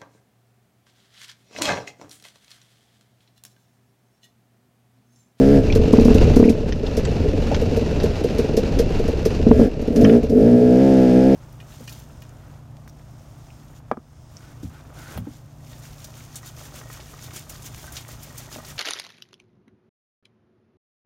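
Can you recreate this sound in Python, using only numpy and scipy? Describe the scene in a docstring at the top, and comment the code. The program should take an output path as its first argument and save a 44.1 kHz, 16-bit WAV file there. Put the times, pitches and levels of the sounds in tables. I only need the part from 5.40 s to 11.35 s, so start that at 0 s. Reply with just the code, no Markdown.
"""First a droning two-stroke pull, then single stumbling pops, then longer pulls that end on a wide throttle.
An enduro bike on a stony hill trail, heard from the rider's helmet. Pulls are multiples of the crank speed
filtered by the exhaust pipe, with rasping gas; off the throttle, noise and weak pulses mutter and hard
firings excite decaying pipe resonances and a noisy chamber ping. Shaped noise gives the wind, clatter and
grit; clusters of short decaying modes give the stones that knock under the tyres."""
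import sys
import numpy as np
from scipy import signal
from scipy.fft import rfft, irfft, next_fast_len
from scipy.io import wavfile
from scipy.ndimage import map_coordinates

SR = 44100
rng = np.random.default_rng(int(sys.argv[2]) if len(sys.argv) > 2 else 0)


def generate_wav(signal):
    """Clip the signal to [-1, 1] and save it as 16-bit WAV at the path in sys.argv[1]."""
    frames = np.transpose(np.atleast_2d(signal))
    scaled = np.clip(frames, -1, 1) * 32767
    pcm = np.round(scaled).astype(np.int16)
    wavfile.write(sys.argv[1], SR, pcm)


N = 262395


def amp(db):
    """Decibel law: level to amplitude gain."""
    return 10 ** (np.asarray(db) / 20)


def unit(x):
    """Normalisation: scale to rms 1."""
    return x / np.sqrt(np.mean(x ** 2) + 1e-20)


def along(points, x):
    """Logarithmic interpolation: read (x, dB) points on a log axis."""
    at, db = np.transpose(points)
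    return np.interp(np.log(x + 1), np.log(at + 1), db)


def curve(rows):
    """Linear interpolation: (seconds, value) rows to one value per sample."""
    s, value = np.transpose(rows)
    return np.interp(np.arange(N) / SR, s, value)


def wobble(rate, step=16):
    """Slow random modulation: a smooth curve through rate random knots a second."""
    at = np.arange(0, N + step, step)
    knots = rng.standard_normal(int(N * rate / SR) + 4)
    return np.interp(np.arange(N), at, map_coordinates(knots, [at * rate / SR]))


def filtered(x, response):
    """Linear filtering: multiply the spectrum by a response of frequency."""
    size = next_fast_len(len(x) + SR // 2)
    spectrum = rfft(x, size) * response(np.fft.rfftfreq(size, 1 / SR))
    return irfft(spectrum, size)[:len(x)]


def noise(spectrum):
    """Spectral shaping: white noise coloured by (Hz, dB) points, at rms 1."""
    return unit(filtered(rng.standard_normal(N), lambda hz: amp(along(spectrum, hz))))


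def ring(spectrum, size=8192):
    """Minimum phase: folding the cepstrum gives a causal impulse response of energy 1."""
    cepstrum = irfft(np.log(amp(along(spectrum, np.fft.rfftfreq(size, 1 / SR))) + 1e-6))
    cepstrum[1:size // 2] *= 2
    cepstrum[size // 2 + 1:] = 0
    response = irfft(np.exp(rfft(cepstrum)))
    return response / np.linalg.norm(response)


def add(track, s, sound):
    """Superposition: mix a sound into the track from time s."""
    part = track[max(round(s * SR), 0):][:len(sound)]
    part += sound[:len(part)]


# Wind spectrum. Each row: frequency in Hz, relative level in dB.
WIND = [(8.8, -30.5), (15, 3.5), (32, -1.5), (80, -0.5), (119, -7), (200, -12), (260, -39), (440, -120)]
# Strength of the wind on the helmet. Each row: time in seconds, level in dB before WIND_DB.
GUSTS = [(0.0, -26), (0.05, -20), (0.88, -14), (1.21, -26.5), (1.97, -18.5), (2.75, -25), (3.38, -20.5),
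         (3.73, -25), (4.19, -17.5), (4.31, -30), (4.66, -23), (4.71, -38), (4.96, -23), (5.14, -34),
         (5.95, -32)]
WIND_DB = 1.1  # over the gust curve


def wind():
    """Turbulence: low noise with random swells buffets the helmet."""
    buffeting = unit(noise(WIND) * amp(1.4 * wobble(12)))
    return amp(curve(GUSTS) + WIND_DB) * buffeting


# Stones and twigs on rim and frame. Each row: start in seconds, level in dB before the decay,
# centre pitch in Hz, spread either way in log pitch.
KNOCKS = [(0.301, -24, 2482, 0.06), (0.324, -22.5, 3560, 0.55), (1.040, -27.5, 2330, 0.21),
          (1.087, -30, 2360, 0.16), (1.323, -26, 2992, 0.75), (1.465, -27, 3734, 0.34),
          (1.651, -25, 2784, 1.06), (2.115, -21, 720, 0.28), (2.145, -21.5, 2220, 1.1),
          (2.6, -28.5, 2730, 0.8), (4.644, -23.5, 5649, 0.12), (4.648, -18.5, 1913, 0.55),
          (4.696, -27, 2350, 0.53)]
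KNOCK_T60_S, KNOCK_REF_HZ, KNOCK_SLOPE = 0.046, 2500, 0.7  # ring time at that pitch; lower knocks ring longer


def knocks(count=96):
    """Modal impact: each strike rings a cluster of short modes around its pitch."""
    out = np.zeros(N)
    t = np.arange(SR // 8) / SR
    for s, db, hz, spread in KNOCKS:
        offset, phase = rng.uniform(-1, 1, (2, count, 1))
        modes = np.sin(2 * np.pi * (hz * np.exp(spread * offset) * t + phase)).sum(0)
        t60 = KNOCK_T60_S * (KNOCK_REF_HZ / hz) ** KNOCK_SLOPE
        envelope = amp(-60 * t / t60) * (1 - np.exp(-t / 0.00037))
        add(out, s, amp(db) * unit(modes) * envelope)
    return out


# Crank speed under load, one list per stretch. Each row: time in seconds, turns per second.
REVS = [
    [(0.0, 65.7), (0.12, 71.6), (0.2, 65.4)],
    [(4.62, 50), (4.748, 59.6), (4.8, 59)],
    [(4.92, 45.4), (5.02, 55), (5.082, 60.1), (5.344, 62.3), (5.424, 67.2), (5.722, 62.1), (5.9, 66.6),
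     (5.95, 64.9)],
]
# Crank speed on a closed or blipped throttle. Each row: time in seconds, turns per second.
COAST = [(0.5, 41.4), (0.7, 39.4), (0.94, 29.8), (1.1, 42.4), (1.4, 26), (2.3, 19.8), (3.98, 23),
         (4.21, 56), (4.4, 32)]


def crank_speed():
    """Rotational speed: loaded and coasting points join in one curve of turns per second."""
    loaded = [tuple(row) for rows in REVS for row in rows]
    return curve(sorted(loaded + [tuple(row) for row in COAST]))


# Throttle opening. Each row: time in seconds, opening from 0 (part) to 1 (wide).
THROTTLE = [(5.26, 0.088), (5.4, 0.95)]


def throttle():
    """Control curve: 0 on part throttle, 1 wide open."""
    return np.clip(curve(THROTTLE), 0, 1)


# Stretches of steady pull. Each row: start in seconds, end in seconds, then the levels of
# boom, bark and rasp in dB before WIDE_DB.
PULLS = [(-0.2, 0.239, -12, -17, -37), (4.074, 4.301, -16, -17.5, -37.5), (4.503, 4.82, -10.5, -16, -40),
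         (4.876, 6.1, -12, -16, -43)]
PULL_ATTACK_S, PULL_RELEASE_S = 0.14, 0.064  # the engine picks up slowly and drops away faster
WIDE_DB = (-0.5, -2, 4)  # what a wide throttle adds to boom, bark and rasp


def pull_gain(layer):
    """Amplitude envelope of boom (0), bark (1) or rasp (2): each pull swells, holds and drops away."""
    t = np.arange(N) / SR
    gain = np.zeros(N)
    for start, end, *levels in PULLS:
        swell = np.clip((t - start) / PULL_ATTACK_S, 0, 1)
        drop = np.clip((end - t) / PULL_RELEASE_S, 0, 1)
        gain += amp(levels[layer]) * swell * drop
    return gain * amp(WIDE_DB[layer] * throttle())


def load():
    """Saturating drive: 0 with the throttle shut, 1 when the engine pulls."""
    return np.clip(pull_gain(0) / .1, 0, 1)


def firings(turns, speed, jitter_s, scatter_db):
    """Impulse train: one uneven pulse per crank turn, with mean power about 1."""
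    at = np.flatnonzero(np.diff(np.floor(turns)))
    chance = rng.standard_normal((len(at), 2))
    when = np.clip(at + jitter_s * SR * chance[:, 0], 0, N - 1).astype(int)
    strength = amp(scatter_db * chance[:, 1]) * np.sqrt(SR / speed[at])
    return np.bincount(when, strength, N)


# Spectrum of clatter and grit. Each row: frequency in Hz, relative level in dB.
RATTLE = [(410, -40.5), (700, 1), (968, -7.5), (1160, -12.5), (1360, -10), (2130, -14), (2340, -11.5),
          (2730, -8), (3190, -17), (4130, -15), (5940, -19.5), (7400, -26.5), (8210, -34), (13100, -38.5),
          (15500, -54)]


def rattle(turns, level_db):
    """Modulated noise: piston and chain clatter swells with each turn; random grains of grit crackle."""
    each_turn = unit(1.13 + np.exp(-(turns % 1) / 0.1))
    clatter = each_turn * amp(1.75 * wobble(35)) * noise(RATTLE)
    # about 160 grains a second of uneven strength
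    grains = (rng.random(N) < 160 / SR) * amp(3.7 * np.minimum(rng.exponential(size=N), 3))
    t = np.arange(SR // 50) / SR
    bursts = signal.fftconvolve(grains, np.exp(-t / 0.0014))[:N] * rng.standard_normal(N)
    grit = unit(signal.fftconvolve(bursts, ring(RATTLE))[:N])
    slack = 1 - .6 * load()  # a taut chain rattles less
    return amp(level_db) * slack * (clatter + amp(-8.0) * grit)


# The pipe's lower and upper groups of resonances. Each row: frequency in Hz before random detuning,
# bandwidth in Hz, relative level in dB.
BOOM = [(91.6, 170, -7.5), (238.5, 37, 8), (323, 34, -5.5)]
BARK = [(432.4, 46, 4.5), (494.3, 22.4, -11.5), (625.5, 90, -1.5)]


def resonate(modes, t, detune, rise_s):
    """Damped resonance: one blow on a group of pipe modes, rms 1 over its first 25 ms."""
    wave = np.zeros(len(t))
    for k, (hz, width, db) in enumerate(modes):
        tone = np.sin(2 * np.pi * hz * (1 + detune * rng.normal()) * t)
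        wave += (-1) ** k * amp(db) * np.exp(-np.pi * width * t) * tone
    wave = wave * (1 - np.exp(-(t / rise_s) ** 2))
    return wave / np.std(wave[:SR // 40])


# Gas noise spectrum. Each row: frequency in Hz, relative level in dB.
MUTTER = [(65, -9.5), (110, -14), (152, 2), (188, -5), (224, 2.5), (372, -5), (439, -0.5), (518, -7),
          (593, -6), (953, -45.5), (1300, -49.5), (1690, -63.5), (2860, -120)]


def mutter(turns, speed, level_db):
    """Excitation and resonance: weak burns on a shut throttle thump in the pipe over a bed of gas noise."""
    pulses = firings(turns, speed, jitter_s=0.00099, scatter_db=4.0)
    t = np.arange(SR // 10) / SR
    thump = resonate(BARK, t, detune=0.012, rise_s=0.0071)
    thump += amp(-5.5) * resonate(BOOM, t, detune=0.0092, rise_s=0.003)
    puffs = signal.fftconvolve(pulses, thump / np.linalg.norm(thump))[:N]
    gas = unit(1 + 0.28 * np.cos(2 * np.pi * (turns - .25))) * noise(MUTTER)
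    shut = 1 - .95 * load()
    return amp(level_db) * shut * (amp(-7.5) * puffs + gas)


# Ring of the chamber wall. Each row: frequency in Hz, relative level in dB.
WALL = [(900, -31), (1300, -4), (1750, -6), (2200, -8), (2800, -10.5), (5000, -19.5), (8000, -44.5)]
# Spectrum of the spitting gas. Each row: frequency in Hz, relative level in dB.
RASP = [(650, -49.5), (1100, -8), (1270, -12.5), (1660, -5.5), (2730, -11.5), (3290, -20), (5010, -10),
        (8430, -23), (13100, -27), (15500, -36)]


def rasp(turns, speed):
    """Convolution: under load each firing rings the chamber wall and spits gas."""
    pulses = firings(turns, speed, jitter_s=.00002, scatter_db=1)
    # the wall answers each firing with the same short burst of coloured noise
    wall = unit(signal.fftconvolve(pulses, noise(WALL)[:SR // 60])[:N])
    gas = unit(1.0 + np.exp(-(turns % 1) / 0.24)) * noise(RASP)
    return pull_gain(2) * (amp(-4.0) * gas + amp(-2.5) * wall)


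# Hard firings. Each row: time in seconds, bark level in dB and chamber ping level in dB
# (both before the offsets in pops), number of firings in a row.
POPS = [(0.355, -11, -36.5, 1), (0.475, -17, -64, 1), (0.531, -9, -39, 1), (0.581, -8, -60, 1),
        (0.612, -15, -44, 1), (0.652, -10.5, -38.5, 3), (0.747, -12.5, -37.5, 1), (0.964, -8.5, -35.5, 3),
        (1.051, -11.5, -48, 2), (1.098, -11.5, -38, 1), (1.573, -13, -37.5, 1), (1.853, -16.5, -59, 1),
        (2.218, -12, -46, 1), (2.326, -17, -62, 1), (2.37, -11, -43.5, 1), (2.637, -9, -40.5, 1),
        (2.842, -11.5, -43, 1), (2.987, -11, -38.5, 1), (3.172, -8, -34, 1), (3.393, -9, -33.5, 1),
        (3.595, -13, -49, 1), (3.682, -13.5, -45.5, 1), (3.857, -9.5, -35, 1), (4.065, -10.5, -59, 1),
        (4.108, -6, -58, 1), (4.192, -6, -49.5, 2), (4.419, -27, -51, 1), (4.477, -18, -52, 2),
        (4.564, -19, -38.5, 1), (4.614, -10.5, -42.5, 1), (4.834, -16.5, -48.5, 1), (4.899, -17, -48, 2)]
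# A firing booms most at middling revs. Each row: turns per second, boom over bark in dB before those offsets.
BOOM_BY_SPEED = [(23, -4.5), (32, 9), (44, 8.5), (53, 3)]
FADE_DB, PING_FADE_DB = 0.5, 11.5  # each further firing of a row is weaker, and pings much less


def hard_firings(turns, speed):
    """Crank timing: yields (s, boom dB, bark dB, ping dB), each firing of a row one turn after the last."""
    t = np.arange(N) / SR
    for start, first_bark_db, ping_db, count in POPS:
        start_turn = np.interp(start, t, turns)
        for k in range(round(count)):
            s = np.interp(start_turn + k, turns, t)
            bark_db = first_bark_db - k * FADE_DB
            boom_over_bark = np.interp(np.interp(s, t, speed), *np.transpose(BOOM_BY_SPEED))
            yield s, bark_db + boom_over_bark, bark_db, ping_db - k * PING_FADE_DB


# Spectrum of the chamber ping. Each row: frequency in Hz, relative level in dB.
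PING = [(800, 1), (2000, 1.5), (3500, 1.5), (5200, 5), (6500, 2), (8000, -6.5), (12000, -6), (15500, -11.5)]


def pops(turns, speed):
    """Transient excitation: unburnt charge fires hard; the chamber wall pings first, then the pipe barks."""
    pipe, ping = np.zeros(N), np.zeros(N)
    t = np.arange(SR // 7) / SR
    ping_envelope = (1 - np.exp(-t / 0.002)) * amp(-60 * t / 0.099)
    for s, boom_db, bark_db, ping_db in hard_firings(turns, speed):
        add(pipe, s, amp(boom_db - 8.5) * resonate(BOOM, t, detune=0.031, rise_s=0.0033))
        add(pipe, s, amp(bark_db - 6.5) * resonate(BARK, t, detune=0.032, rise_s=0.0056))
        # the pressure wave runs back down the pipe and barks again
        add(pipe, s + 0.01106, amp(bark_db - 13.5) * resonate(BARK, t, detune=0.048, rise_s=0.0054))
        add(ping, s - .005, amp(ping_db + 9) * ping_envelope)
    return pipe + ping * noise(PING)


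# Exhaust on part throttle. Each row: frequency in Hz, relative level in dB.
PIPE = [(60, -22.5), (125, -9), (175, -14.5), (205, -5.5), (250, 2.5), (305, -8.5), (365, -16.5), (428, 2),
        (485, -5.5), (555, -12), (680, -13.5), (760, -29.5), (850, -28), (1200, -53.5)]
# Exhaust on a wide throttle. Each row: multiple of the crank speed, relative level in dB.
WIDE = [(1, -22), (2, -10), (3, -2), (4, 1.5), (5, -6), (6, -10), (7, -9.5), (8, -8.5), (9, -16.5),
        (10, -16), (11, -18), (12, -36), (13, -24.5), (14, -33.5), (15, -41.5)]


def drone(turns, speed, count=16):
    """Harmonic series: even firings sound the pipe on every multiple of the crank speed."""
    order = np.arange(1, count + 1)[:, None]
    hz = order * speed
    # a wide throttle sharpens the blast, which fills in the notes between the resonances
    wide = throttle()
    gain = amp((1 - wide) * along(PIPE, hz) + wide * along(WIDE, order))
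    # the pipe holds the higher notes back longer, and reflections off the ground and rider scatter each note's
    # delay: one firing runs into the next
    lag = (hz / 118) ** 2 + 1.2 * np.sin(hz / 47)  # radians
    # combustion is less even at low revs, and each note flutters on its own
    unsteady = (62 / speed) ** 4
    flutter = 1 + 0.17 * unsteady * np.array([wobble(30) for _ in order])
    phase = 2 * np.pi * order * (turns + 0.0037 * unsteady * wobble(50)) - lag
    notes = gain * flutter * np.sin(phase)
    low = 1 / (1 + (hz / 360) ** 12)  # share of each note in the boom; the rest is bark

    def group(share):
        """Power normalisation: a share of the notes, scaled by their nominal rms."""
        return (share * notes).sum(0) / np.sqrt(((share * gain) ** 2).sum(0) / 2)

    roughness = amp(-12.5) * (1 - .5 * wide) * unsteady * noise(PIPE)
    boom = pull_gain(0) * (group(low) + roughness)
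    bark = pull_gain(1) * group(1 - low)
    return amp(0.36 * wobble(60)) * (boom + bark)


# Level of the clatter and muttering. Each row: time in seconds, level in dB before the settings below.
CLATTER_LEVEL = [(0.0, -42.5), (0.36, -40.5), (0.78, -36), (0.89, -35.5), (1.09, -43.5), (1.33, -46),
                 (1.95, -39.5), (4.12, -42), (4.26, -48.5), (4.51, -46), (4.66, -39), (4.91, -49),
                 (5.72, -37.5), (5.95, -45)]
RATTLE_DB, MUTTER_DB = 3, 16.5  # clatter and weak firings, over that level
IDLE_TURNS_PER_S, MUTTER_DB_PER_OCTAVE = 22.2, 2.5  # weak firings grow with the revs


def scene():
    """Superposition: the crank drives exhaust and clatter; trail and wind lie around them."""
    speed = crank_speed()
    turns = np.cumsum(speed) / SR
    level_db = curve(CLATTER_LEVEL)
    mutter_db = level_db + MUTTER_DB + MUTTER_DB_PER_OCTAVE * np.log2(speed / IDLE_TURNS_PER_S)
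    surroundings = wind() + knocks()
    clatter = rattle(turns, level_db + RATTLE_DB)
    exhaust = mutter(turns, speed, mutter_db) + rasp(turns, speed) + pops(turns, speed) + drone(turns, speed)
    return (surroundings + clatter + exhaust)[None]


TOP_HZ = 15450  # nothing is kept from here up


def record(dry):
    """Soft saturation and band limiting: the tallest peaks are rounded off and the top is cut."""
    rounded = dry[0] / (1 + np.abs(dry[0]) ** 8) ** (1 / 8)
    return filtered(rounded, lambda hz: hz < TOP_HZ)[None]


dry = scene()
out = record(dry)
generate_wav(out)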